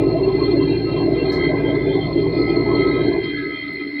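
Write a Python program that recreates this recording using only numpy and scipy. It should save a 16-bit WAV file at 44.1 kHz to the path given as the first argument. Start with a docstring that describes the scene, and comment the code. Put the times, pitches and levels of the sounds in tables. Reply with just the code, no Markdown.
"""A diesel drone and booming panels over road rumble, inside a city bus in slow traffic.
The six-cylinder engine's uneven firings shake the cabin panels; it eases off after three seconds.
A belt-driven accessory whines on high multiples of its shaft rate, single partials flaring into
squeaks, under a thin high squeal. Behind it, blower air hisses, trim rubs, a valve gives one faint
puff and a fitting ticks."""
import sys
import numpy as np
from scipy import signal
from scipy.fft import rfft, irfft
from scipy.io import wavfile

SR = 44100
rng = np.random.default_rng(int(sys.argv[2]) if len(sys.argv) > 2 else 0)


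def wrap_up_sound(samples):
    """Save the sound to the file named by the first command line argument, as 16-bit audio."""
    columns = np.atleast_2d(samples).T
    # keep every value between -1 and 1, then stretch to whole-number steps
    tamed = np.clip(columns, -1, 1)
    steps = np.round(tamed * 32767).astype(np.int16)
    wavfile.write(sys.argv[1], SR, steps)


N = 176400


def undb(db):
    """Decibels to gain."""
    return 10 ** (np.asarray(db) / 20)


def unit(x):
    """Scale to rms 1."""
    return x / np.sqrt(np.mean(np.abs(x) ** 2))


def times():
    """Sample times in seconds."""
    return np.arange(N) / SR


def curve(rows):
    """Join (seconds, value) rows by straight lines."""
    return np.interp(times(), *np.array(rows, float).T)


def swell(middle_s, length_s):
    """Rounded rise and fall, peak 1."""
    return np.exp(-np.abs(2 * (times() - middle_s) / length_s) ** 3 / 2)


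def angle(hz):
    """Running phase in radians of a changing rate."""
    return 2 * np.pi * np.cumsum(hz) / SR


def walk(rate_hz):
    """Smooth random drift, rms 1."""
    f = np.fft.rfftfreq(N, 1 / SR)
    return unit(irfft(rfft(rng.standard_normal(N)) / (1 + (f / rate_hz) ** 4), N))


def noise(spectrum):
    """Noise of rms 1 shaped by (Hz, dB) rows, rolled off beyond both ends."""
    hz, db = np.array(spectrum, float).T
    f = np.maximum(np.fft.rfftfreq(N, 1 / SR), 1)
    skirts = np.minimum(f / hz[0], 1) ** 2 * np.minimum(hz[-1] / f, 1) ** 4
    colour = undb(np.interp(np.log(f), np.log(hz), db))
    return unit(irfft(rfft(rng.standard_normal(N)) * skirts * colour, N))


def ring(force, modes):
    """A force through steep resonances (Hz, width in Hz, dB), scaled to rms 1."""
    f = np.maximum(np.fft.rfftfreq(N, 1 / SR), 1)
    power = 0
    for hz, width_hz, db in modes:
        detuning = (f / hz - hz / f) * hz / (2 * width_hz)
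        power += undb(db) ** 2 / (1 + detuning ** 2) ** 4
    return unit(irfft(rfft(force) * np.sqrt(power), N))


def tone(phase, rough, rate_hz):
    """Tone of rms 1 that wavers in strength and phase: slow fading plus quick flutter."""
    ratio = np.abs(np.fft.fftfreq(N, 1 / SR)) / rate_hz
    shape = 1 / np.sqrt((1 + ratio ** 2) * (1 + (ratio / 4) ** 4))
    waver = unit(np.fft.ifft(shape * (rng.standard_normal(N) + 1j * rng.standard_normal(N))))
    carrier = np.exp(1j * (phase + rng.uniform(0, 2 * np.pi)))
    return unit(np.real((1 + rough * waver) * carrier))


# Blower air spectrum. Each row: frequency in Hz, relative density in dB.
BLOWER_SPECTRUM = [(1300, -5.5), (1850, -4), (2070, 10), (2270, 0), (2900, -11), (3600, -11.5),
                   (4220, -1.5), (4500, -12.5), (5100, -14), (6000, -41), (8300, -41), (10000, -30.5),
                   (15000, -32)]


def blower():
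    """Steady hiss of moving air."""
    return noise(BLOWER_SPECTRUM) * undb(-47)


# Ticks of a fitting. Each row: start in seconds, level in dB, decay in seconds.
FITTING_TICKS = [(3.73, -57, 0.011)]


def fitting():
    """A fitting ticks: a short burst of high noise."""
    t = times()
    envelope = sum(undb(db) * (t >= start_s) * np.exp(-np.abs(t - start_s) / decay_s)
                   for start_s, db, decay_s in FITTING_TICKS)
    return envelope * ring(rng.standard_normal(N), [(12400, 7600, 0)])


# Air puff spectrum. Each row: frequency in Hz, relative density in dB.
VALVE_SPECTRUM = [(3500, -10), (5000, -2.5), (8000, -22), (15000, -24.5)]


def valve(start_s=1.312, attack_s=0.015, decay_s=0.036):
    """A valve lets out one faint puff of air."""
    age_s = np.maximum(times() - start_s, 0)
    rise = np.minimum(age_s / attack_s, 1)
    fall = np.exp(-np.maximum(age_s - attack_s, 0) / decay_s)
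    return noise(VALVE_SPECTRUM) * undb(-46) * rise * fall


# Trim resonances. Each row: frequency in Hz, width in Hz, relative level in dB.
TRIM_MODES = [(1589, 62, -3), (1698, 19, 0)]
# Rubbing strength. Each row: time in seconds, level in dB.
RUB_DB = [(0, -61), (.72, -49), (1.15, -54), (1.35, -41.5), (1.95, -48.5), (2.08, -64), (3.1, -44),
          (3.27, -51), (3.37, -37), (3.65, -56.5)]


def trim():
    """Rubbing excites two narrow resonances of the trim."""
    return ring(rng.standard_normal(N), TRIM_MODES) * undb(curve(RUB_DB))


# Road rumble spectrum. Each row: frequency in Hz, relative density in dB.
ROAD_SPECTRUM = [(28, -52.5), (45, -17.5), (66, -13), (82, -7.5), (100, -14.5), (135, -5.5), (175, -5),
                 (225, -6.5), (285, -5.5), (450, -40)]
# Rumble strength. Each row: time in seconds, level in dB.
ROAD_DB = [(0, -32), (3.18, -29.5), (3.4, -42), (3.58, -46.5), (3.7, -38.5), (4, -50.5)]


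def road():
    """Low rumble from the road below."""
    return noise(ROAD_SPECTRUM) * undb(curve(ROAD_DB))


# Bus body resonances. Each row: frequency in Hz, width in Hz, relative level in dB.
BODY_MODES = [(461.4, 50, 0), (546, 110, -3), (646, 66, -1), (764, 110, -8), (876, 82, -11),
              (1030.6, 78, -7)]
# Roar strength. Each row: time in seconds, relative level in dB.
BODY_DB = [(0, -28), (.42, -32), (.55, -31), (.8, -34.5), (.97, -27.5), (1.2, -32), (1.5, -28), (2.2, -34),
           (2.85, -27.5), (3.14, -32), (3.33, -47.5), (4, -50.5)]


def body(rattle_db=4.5, gain_db=0.5):
    """Engine and road shake the body into a roar; each resonance rattles up and down on its own."""
    roar = 0
    for hz, width_hz, db in BODY_MODES:
        gain = undb(db + rattle_db * walk(rate_hz=12))
        roar += gain * ring(rng.standard_normal(N), [(hz, width_hz, 0)])
    return unit(roar) * undb(curve(BODY_DB) + gain_db)


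# Squeal tones. Each row: frequency in Hz, relative level in dB.
SQUEAL_TONES = [(4205, -3), (4247, 0)]
# Squeal strength. Each row: time in seconds, level in dB.
SQUEAL_DB = [(0, -45.5), (.35, -37), (1.45, -36.5), (1.56, -47.5), (2.1, -42), (2.85, -35.5), (3.1, -41),
             (4, -44)]


def squeal():
    """Two close high tones beat against each other, wobbling and flickering together."""
    wobble_hz = 15 * walk(rate_hz=8.8)
    pair = sum(undb(db) * tone(angle(hz + wobble_hz), rough=0.74, rate_hz=20) for hz, db in SQUEAL_TONES)
    flicker_db = 3 * walk(rate_hz=31)
    return unit(pair * undb(flicker_db)) * undb(curve(SQUEAL_DB))


def partial(shaft, order, rough, rate_hz):
    """Scratchy shaft partial spilling into its two neighbours, each wavering on its own."""
    below, centre, above = (tone((order + step) * shaft, rough, rate_hz) for step in (-1, 0, 1))
    return unit(centre + 0.0045 * order * (below + above))


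# Weak accessory partials. Each row: multiple of the shaft rate, level in dB.
CHATTER_ORDERS = [(17, -48.5), (27, -45), (32, -50.5), (36, -62.5), (42, -50.5), (46, -59.5), (51, -57)]


def accessory_chatter(shaft, fade_db=8):
    """Weak shaft partials chatter in and out, partly together."""
    shared_drift = walk(rate_hz=9.8)
    chatter = 0
    for order, db in CHATTER_ORDERS:
        fade = undb(fade_db * np.tanh(shared_drift + walk(rate_hz=6.9)))
        chatter += undb(db) * unit(fade * partial(shaft, order, rough=12.0, rate_hz=13))
    return chatter


# Squeaks, keyed by multiple of the shaft rate. Each row: middle in seconds, length in seconds, peak in dB.
SQUEAKS = {17: [(.9, .062, -38.5), (2.585, 0.4, -39.5), (2.89, 0.21, -34.5), (3.5, 0.13, -41.5)],
           22: [(3.39, .1, -37)], 36: [(.2, 0.59, -50.5), (.24, 0.021, -38.5), (.62, .05, -36.5),
           (.732, 0.054, -37.5), (.96, 0.19, -45), (1.21, 0.044, -36)], 42: [(.68, 0.17, -45),
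           (.99, 0.05, -38.5), (1.45, .089, -39), (1.69, 0.073, -39), (1.92, 0.056, -36),
           (2.032, 0.056, -37), (2.5, 0.051, -45), (2.8, 0.2, -42.5), (3.04, 0.14, -40.5),
           (3.289, 0.19, -41), (3.57, 0.094, -36.5)], 46: [(.47, .06, -48), (1.92, 0.26, -47)],
           51: [(.72, 0.054, -47), (1.37, 0.18, -46), (2.93, 0.26, -45.5)], 64: [(2.22, 0.02, -58.5),
           (2.44, 0.164, -53), (3.25, 0.03, -51)]}


def accessory_squeaks(shaft):
    """Single shaft partials flare up; higher ones are rougher and flutter faster."""
    squeaks = 0
    for order, flares in SQUEAKS.items():
        envelope = sum(undb(db) * swell(middle_s, length_s) for middle_s, length_s, db in flares)
        squeaks += envelope * partial(shaft, order, rough=0.016 * order, rate_hz=0.37 * order)
    return squeaks


# Whine strength. Each row: time in seconds, relative level in dB.
WHINE_DB = [(0, -54.5), (1.12, -48), (1.3, -39), (1.4, -30.5), (1.6, -39.5), (1.68, -35.5), (1.85, -39.5),
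            (1.93, -37.5), (2.12, -45), (2.3, -43.5), (2.5, -34), (2.72, -40), (2.82, -33), (3.26, -38.5),
            (3.35, -34), (4, -35.5)]


def accessory_whine(shaft, order=27, jitter_rad=0.3, swing_rad=0.28, gain_db=4):
    """The belt-driven accessory's main partial throbs in level and phase once a turn."""
    throb = 1 + 0.74 * np.cos(shaft + jitter_rad * walk(rate_hz=60))
    whine = tone(order * shaft + swing_rad * np.sin(shaft), rough=0.42, rate_hz=9)
    return unit(throb * whine) * undb(curve(WHINE_DB) + gain_db)


# Low engine orders. Each row: multiple of the firing rate, relative level in dB.
ENGINE_ORDERS = [(1, -39.5), (2, -33.5), (2.5, -35.5)]
# Engine load. Each row: time in seconds, gain of the drone in dB.
LOAD_DB = [(0, 4), (1.2, 2.5), (2.1, 2.5), (3.05, 1), (3.25, -7.5), (3.4, -9.5), (3.6, -17.5), (4, -31)]
# Drivetrain tone strength. Each row: time in seconds, relative level in dB.
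DRIVETRAIN_DB = [(0, -28.5), (.35, -35), (.46, -20.5), (.88, -40.5), (.98, -21.5), (2.06, -32), (3.2, -25),
                 (3.4, -31), (4, -27.5)]


def engine(firing, pump_hz=157.9):
    """Low firing orders and a pump hum follow the load; the drivetrain tone carries on when it eases."""
    drone = sum(undb(db) * tone(order * firing, rough=0.25 * order, rate_hz=12)
                for order, db in ENGINE_ORDERS)
    pump = undb(-35.5) * tone(2 * np.pi * pump_hz * times(), rough=0.25, rate_hz=2)
    drivetrain = undb(curve(DRIVETRAIN_DB) - 1) * tone(5 * firing, rough=1, rate_hz=9)
    return (drone + pump) * undb(curve(LOAD_DB)) + drivetrain


# Panel surges. Each row: middle in seconds, length in seconds, frequency in Hz, peak in dB.
PANEL_SURGES = [(0.278, 0.15, 381, -15.5), (0.542, 0.012, 345, -10), (0.565, 0.027, 570, -28),
                (2.861, 0.21, 384.1, -19.5)]


def panel_surges():
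    """Now and then one panel swells into resonance."""
    return sum(undb(db) * swell(middle_s, length_s) * tone(2 * np.pi * hz * times(), 0.25, rate_hz=20)
               for middle_s, length_s, hz, db in PANEL_SURGES)


# Cabin panel resonances. Each row: frequency in Hz, width in Hz, relative level in dB.
PANEL_MODES = [(287.8, 34, -1.5), (332.2, 14, 0), (368.4, 54, 0), (419.5, 26, -3.5)]
# Gear hum. Each row: multiple of the firing rate, level in dB relative to the ringing panels.
GEAR_ORDERS = [(5.8, -8.5), (6.7, -6.5)]
# Boom strength. Each row: time in seconds, relative level in dB.
BOOM_DB = [(0, -18), (.38, -22.5), (.5, -18), (.88, -22), (1, -21.5), (1.6, -22), (1.95, -19.5),
           (2.08, -34), (2.18, -18), (2.34, -23), (2.39, -18), (2.85, -21.5), (3.15, -21), (3.38, -33),
           (3.49, -25), (3.62, -46), (3.85, -31), (4, -46)]


def panel_boom(firing, cylinders=6, spread_db=6.5, gain_db=2):
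    """Uneven firings and road shake make the cabin panels boom, with gear hum mixed in."""
    firing_samples = np.flatnonzero(np.diff(np.floor(firing / (2 * np.pi))))
    cylinder_db = spread_db * rng.standard_normal(cylinders)
    blows = np.zeros(N)
    blows[firing_samples] = undb(np.resize(cylinder_db, len(firing_samples)))
    road_shake = rng.standard_normal(N)
    boom = unit(ring(road_shake, PANEL_MODES) + undb(-3) * ring(blows, PANEL_MODES))
    gears = sum(undb(db) * tone(order * firing, rough=0.36, rate_hz=36) for order, db in GEAR_ORDERS)
    return unit(boom + gears) * undb(curve(BOOM_DB) + gain_db)


# Engine speed. Each row: time in seconds, firings per second.
FIRING_HZ = [(0, 56.6), (2.2, 58), (2.9, 59.2), (3.8, 57.8)]
# Accessory shaft speed. Each row: time in seconds, turns per second.
SHAFT_HZ = [(0, 75.55), (2.55, 76), (3.4, 75.8)]


def scene():
    """All sources from a seat in the cabin, mono."""
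    firing = angle(curve(FIRING_HZ))
    shaft = angle(curve(SHAFT_HZ))
    low_end = engine(firing) + panel_boom(firing) + panel_surges() + body() + road()
    accessory = accessory_whine(shaft) + accessory_chatter(shaft) + accessory_squeaks(shaft)
    return (low_end + accessory + squeal() + blower() + trim() + valve() + fitting())[None]


def record(dry):
    """Steep low-pass on the top treble."""
    cutoff_hz = 15700
    return signal.sosfilt(signal.ellip(8, .2, 70, cutoff_hz, fs=SR, output="sos"), dry)


dry = scene()
out = record(dry)
wrap_up_sound(out)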